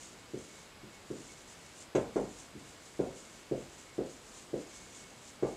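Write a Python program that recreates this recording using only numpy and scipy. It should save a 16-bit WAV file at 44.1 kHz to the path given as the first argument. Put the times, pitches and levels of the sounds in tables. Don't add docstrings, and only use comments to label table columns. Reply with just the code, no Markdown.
import sys
import numpy as np
from scipy import signal
from scipy.fft import rfft, irfft, next_fast_len
from scipy.io import wavfile
from scipy.ndimage import uniform_filter1d, map_coordinates

SR = 44100
rng = np.random.default_rng(int(sys.argv[2]) if len(sys.argv) > 2 else 0)


def volts_from_decibels(level):
    exponent = np.asarray(level, float) / 20
    return 10 ** exponent


def transcribe(signal):
    frames = np.atleast_2d(signal).T
    limited = np.clip(frames, -1, 1)
    pcm = np.round(limited * 32767).astype(np.int16)
    wavfile.write(sys.argv[1], SR, pcm)


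N = 245592

# pitch_hz, level_db
AIR_SPECTRUM = [(15, -28.5), (30, -4), (100, -1.5), (300, -5), (600, -5.5), (1000, -6.5), (2500, -10.5),
                (5000, -14.5), (8000, -31), (10000, -23), (15500, -35)]
# pitch_hz, level_db
DRAG_SPECTRUM = [(60, -37.5), (130, -5.5), (200, -0.5), (370, 0), (550, -4), (900, -20), (2000, -41)]
# multiple of the buzz rate, level_db (rms)
BUZZ_PARTIALS = [(41, -81), (49, -79), (51, -80), (59, -83), (67, -80), (73, -77), (77, -76), (79, -80),
                 (80, -79), (85, -81), (97, -87)]
# start_s, end_s, level_db (rms)
WHINE_STRETCHES = [(0, 0.982, -71), (1.28, 1.708, -69), (1.98, 3.972, -69.5), (4.596, 5.57, -70.5),
                   (0.492, 0.608, -64.5), (0.811, 0.83, -67), (0.925, 0.982, -65), (1.288, 1.329, -64),
                   (1.64, 1.71, -77), (3.83, 3.948, -72.5), (4.644, 4.662, -66.5), (4.71, 4.897, -65.5),
                   (4.936, 5.067, -67.5), (5.425, 5.57, -69)]
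# fastest_s, felt hiss level_db, rise_s to gain 10 dB, fall_s to lose 10 dB
STROKES = [(.065, -54.5, 0.38, .075), (.385, -58, -0.02, 0.15), (.585, -58.5, 0.47, 0.11),
           (.93, -61.5, .07, .075), (1.165, -60, -0.1, 0.33), (1.32, -56.5, .26, .035),
           (1.39, -58, -0.05, .065), (1.48, -56.5, -0.0097, .21), (1.65, -61.5, 0.03, 0.1),
           (1.81, -53.5, 0.0758, 0.04), (1.956, -56, .008, .13), (2.17, -58.5, .04, -0.0787),
           (2.25, -66, 0.06, 0.13), (2.395, -53.5, 0.1135, 0.0773), (2.6, -61.5, -0.06, 0.0873),
           (2.69, -58.5, .07, 0.1), (2.86, -57.5, 0.05, 0.05), (3.02, -60.5, -0.22, 0.18),
           (3.175, -55.5, 0.08, 0.1836), (3.375, -59, 0.12, 0.12), (3.62, -58.5, 0.08, 0.07),
           (3.78, -58, .21, 0.21), (4.11, -58.5, 0.1, 0.19), (4.38, -53.5, .13, .085),
           (4.58, -59.5, -0.05, 0.14), (4.76, -54, 0.1736, .15), (4.975, -52.5, 0.07, 0.0859),
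           (5.125, -61.5, 0.11, .05), (5.29, -54.5, 0.1072, 0.06), (5.48, -57.5, 0.06, 0.29)]
# pitch_hz, level_db
FELT_SPECTRUM = [(1500, -21), (3000, -9), (5000, -8.5), (6300, -2), (7200, -0.5), (8300, -4.5),
                 (9600, -13.5), (11500, -24.5), (14000, -46)]
# contact_s, blow level_db, contact_ms, nib tick_db
LANDINGS = [(0.3362, -35.5, 2.5436, -84), (.833, -47, 4.14, -72), (1.1037, -35, 2.6827, -72),
            (1.95, -23.5, 1.358, -38.5), (2.1594, -24.5, 1.522, -68), (2.5531, -42, 4.52, -78),
            (2.9935, -26, 1.824, -60), (3.5135, -28, 2.19, -70), (3.9827, -29, 1.99, -68),
            (4.5331, -31, 1.987, -65.5), (5.4256, -26.5, 1.625, -51.5)]
# pitch_hz, width_hz, level_db
BOARD_RESONANCES = [
    (369.5, 455, 9.5),
    (147, 33, -7),
]
# delay_ms, gain
NEAR_ECHOES = [(3.6, .6), (6.5, 1.35), (7.8, -.6), (9.05, 1.65), (10.2, -.6), (14.2, .85)]
# delay_ms, gain
FAR_ECHOES_START = [(16.3, .55), (17.9, -.6), (19.9, .45), (23.4, .8), (26.4, -.4), (32.3, -.65),
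                    (33.3, .6), (39, .6), (40.2, -.6)]
# delay_ms, gain
FAR_ECHOES_LATER = [(20.5, 0.5), (23.6, 1), (25.7, 1), (27.7, 0.7), (29.8, 1), (36.9, -0.83), (41.9, 0.28),
                    (44.5, 0.66)]
# pitch_hz, level_db, t60_s
STANDING_MODES = [(135, -8, .35), (201, -6, .32), (302, -10, .4), (370, 0, .27), (416, -6, .3),
                  (465, -5, .32), (523, -3, .3), (574, -5, .22), (663, -9, .3), (740, -12, .33),
                  (808, -14, .3), (1025, -20, .22)]
# pitch_hz, level_db, t60_s
EASEL_SWAY = (48, -22, 0.87)
# pitch_hz, level_db, t60_s
BARREL_MODES = [(1038.8, -1.5, 0.414), (1426, -4.5, 0.168), (1623, -1, 0.152), (1941.8, -7, 0.122)]
# pitch_hz, level_db
KNOCK_SPECTRUM = [(400, -30), (900, -2), (1100, 0), (1500, -4), (2000, -10), (2800, -14), (4200, -18),
                  (9000, -50)]
# pitch_hz, level_db
TICK_SPECTRUM = [(2000, -38), (3500, 2.5), (5200, -6.5), (6600, 13.5), (8000, -2), (9500, -22.5),
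                 (14000, -50)]
# pitch_hz, t60_s
ROOM_DECAY = [(60, 0.579), (200, 0.4266), (550, 0.3714), (1500, 0.356), (4000, 0.114), (9000, 0.1597)]

BAND_TOP_HZ = 15620
REST_DB = -73


def unit(x):
    return x / np.sqrt(np.mean(x ** 2) + 1e-20)


def along(points, hz):
    f, v = np.transpose(points)
    return np.interp(np.log(hz + 1), np.log(f + 1), v)


def wobble(rate):
    knots = rng.standard_normal(int(N * rate / SR) + 4)
    return map_coordinates(knots, [np.arange(N) * rate / SR])


def filtered(x, response):
    m = next_fast_len(len(x) + SR // 2)
    return irfft(rfft(x, m) * response(np.fft.rfftfreq(m, 1 / SR)), m)[:len(x)]


def coloured_noise(spectrum):
    return unit(filtered(rng.standard_normal(N), lambda f: volts_from_decibels(along(spectrum, f))))


def tail(size, rise_s):
    hz, t, z = signal.stft(rng.standard_normal(size), SR, nperseg=256)
    decay = volts_from_decibels(-60 * t / along(ROOM_DECAY, hz)[:, None])
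    x = signal.istft(z * decay, SR, nperseg=256)[1][:size]
    x = x * (1 - np.exp(-(np.arange(size) / SR / rise_s) ** 2))
    return x / np.linalg.norm(x)


def felt_db():
    t = np.arange(N) / SR
    power = volts_from_decibels(2 * REST_DB)
    for fastest_s, level_db, rise_s, fall_s in STROKES:
        tens_down = np.maximum((fastest_s - t) / abs(rise_s), (t - fastest_s) / abs(fall_s)).clip(0, 9)
        power = power + volts_from_decibels(2 * (level_db - 10 * tens_down))
    return 10 * np.log10(power)


def room_air():
    return volts_from_decibels(-56.0 + 0.133 * wobble(2.86)) * coloured_noise(AIR_SPECTRUM)


def mains_buzz():
    t, rate_hz = np.arange(N) / SR, 99.874
    upper = [(k, -90 - .2 * (k - 98)) for k in range(98, 132) if rng.random() < .4]
    buzz = np.zeros(N)
    for multiple, level_db in BUZZ_PARTIALS + upper:
        buzz += volts_from_decibels(level_db + 3) * np.sin(2 * np.pi * (multiple * rate_hz * t + rng.random()))
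    return buzz


def whine():
    t, pitch_hz = np.arange(N) / SR, 2204.8
    gate = sum(volts_from_decibels(db + 1) * ((t >= start_s) & (t < end_s)) for start_s, end_s, db in WHINE_STRETCHES)
    level = uniform_filter1d(gate, size=300) * volts_from_decibels(-0.92 + 2.2 * wobble(30))
    return level * np.sin(2 * np.pi * pitch_hz * t + 0.26 * wobble(25))


def board_drag():
    effort_db = uniform_filter1d(felt_db(), round(0.277 * SR))
    swing_db = 0.38 * (effort_db - effort_db.mean())
    return volts_from_decibels(-63 + swing_db + .8 * wobble(5.14)) * coloured_noise(DRAG_SPECTRUM)


def strokes():
    hiss_db = felt_db()
    centre_hz = 7450 - 18 * (hiss_db - REST_DB)
    fibres = rng.standard_normal(N) * volts_from_decibels(1.9 * wobble(400) + .8 * wobble(40))
    hz, t, z = signal.stft(fibres, SR, nperseg=512)
    patches = uniform_filter1d(uniform_filter1d(rng.standard_normal(z.shape), 5, 0), 5, 1)
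    slide = np.interp(t, np.arange(N) / SR, centre_hz) / 7200
    colour = volts_from_decibels(along(FELT_SPECTRUM, hz[:, None] / slide ** 0.37) + .9 * unit(patches))
    hiss = volts_from_decibels(hiss_db - 1.5) * unit(signal.istft(z * colour, SR, nperseg=512)[1][:N])
    reverb = signal.fftconvolve(hiss, tail(SR // 2, rise_s=0.00214))[:N]
    return volts_from_decibels(1.2) * hiss + volts_from_decibels(-3) * reverb


def burst(spectrum, size, t60, wet_db):
    crack = volts_from_decibels(-60 * np.arange(size) / SR / t60) * rng.standard_normal(size)
    x = filtered(crack, lambda f: volts_from_decibels(along(spectrum, f)))
    x = x + volts_from_decibels(wet_db) * signal.fftconvolve(x, tail(size, rise_s=0.00563))[:size]
    return np.roll(x, round(.0025 * SR)) / np.abs(x).max()


def board_response(f):
    radiation = (1j * f / (65 + 1j * f)) ** 2
    flexing = sum(volts_from_decibels(db) * 1j * f * width / (hz * hz - f * f + 1j * f * width)
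                  for hz, width, db in BOARD_RESONANCES)
    return radiation * flexing


def room_paths(f, far):
    paths = 1.354 / (1 + 1j * f / 1300) ** 2
    echoes = NEAR_ECHOES + [(ms, far * gain) for ms, gain in FAR_ECHOES_START]
    echoes = echoes + [(ms, (1 - far) * gain) for ms, gain in FAR_ECHOES_LATER]
    for delay_ms, gain in echoes:
        paths = paths + gain * np.exp(-2j * np.pi * f * delay_ms / 1000)
    return paths


def lift_db(hz, far):
    return 5 * (1 - far) * np.log2(hz / 370)


def mode_ring(t, push, far):
    ring = np.zeros(len(t))
    for hz, db, t60 in STANDING_MODES:
        level_db = db + lift_db(hz, far) + rng.normal(0, 2.27)
        ring += volts_from_decibels(level_db - 60 * t / t60) * np.sin(2 * np.pi * (hz * t + rng.random()))
    hz, db, t60 = EASEL_SWAY
    ring += volts_from_decibels(db - 60 * t / t60) * np.sin(2 * np.pi * hz * t)
    ring *= 1 - np.exp(-(t / 0.0087) ** 2)
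    return signal.fftconvolve(ring, push / push.sum())[:len(t)]


def thump_wash(thump, far):
    def tilt(f):
        hz = f.clip(150, 700)
        return volts_from_decibels(lift_db(hz, far) + 1.642 * np.log2(hz / 370))
    wash = signal.fftconvolve(thump, tail(len(thump), rise_s=0.026))[:len(thump)]
    return filtered(wash, tilt)


def barrel_ring(t):
    ring = sum(volts_from_decibels(db - 60 * t / t60) * np.sin(2 * np.pi * hz * t) for hz, db, t60 in BARREL_MODES)
    return ring * (1 - np.exp(-t / 0.0041))


def taps():
    out, size = np.zeros(N + SR), SR * 3 // 4
    t = np.arange(size) / SR
    for contact_s, blow_db, contact_ms, tick_db in LANDINGS:
        push = np.exp(-((t * 1000 / contact_ms - .6) / 0.1983) ** 2 / 2)
        far = np.interp(contact_s, (1.76, 3.4), [1, 0.35])
        thump = -filtered(push, board_response)
        thump /= np.abs(thump).max()
        sound = filtered(thump, lambda f: room_paths(f, far))
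        sound += volts_from_decibels(-6.0) * mode_ring(t, push, far)
        sound += volts_from_decibels(-0.74) * thump_wash(thump, far)
        sound *= volts_from_decibels(blow_db)
        knock_db = blow_db + max(-0.5 - 21.5 * np.log2(contact_ms), -25)
        sound += volts_from_decibels(knock_db - 2.5) * burst(KNOCK_SPECTRUM, size, t60=0.0297, wet_db=6)
        sound += volts_from_decibels(knock_db - 9) * barrel_ring(t)
        sound += volts_from_decibels(tick_db) * burst(TICK_SPECTRUM, size, t60=.04, wet_db=0)
        start = round((contact_s - .6 * contact_ms / 1000) * SR)
        out[start:][:size] += sound
    return out[:N]


def scene():
    background = room_air() + mains_buzz() + whine() + board_drag()
    return (background + strokes() + taps())[None]


def low_pass(x):
    return signal.sosfilt(signal.butter(12, 15620, fs=SR, output="sos"), x)


def record(dry):
    mix = filtered(dry[0], lambda f: f < BAND_TOP_HZ)[None]
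    return low_pass(mix)


dry = scene()
out = record(dry)
transcribe(out)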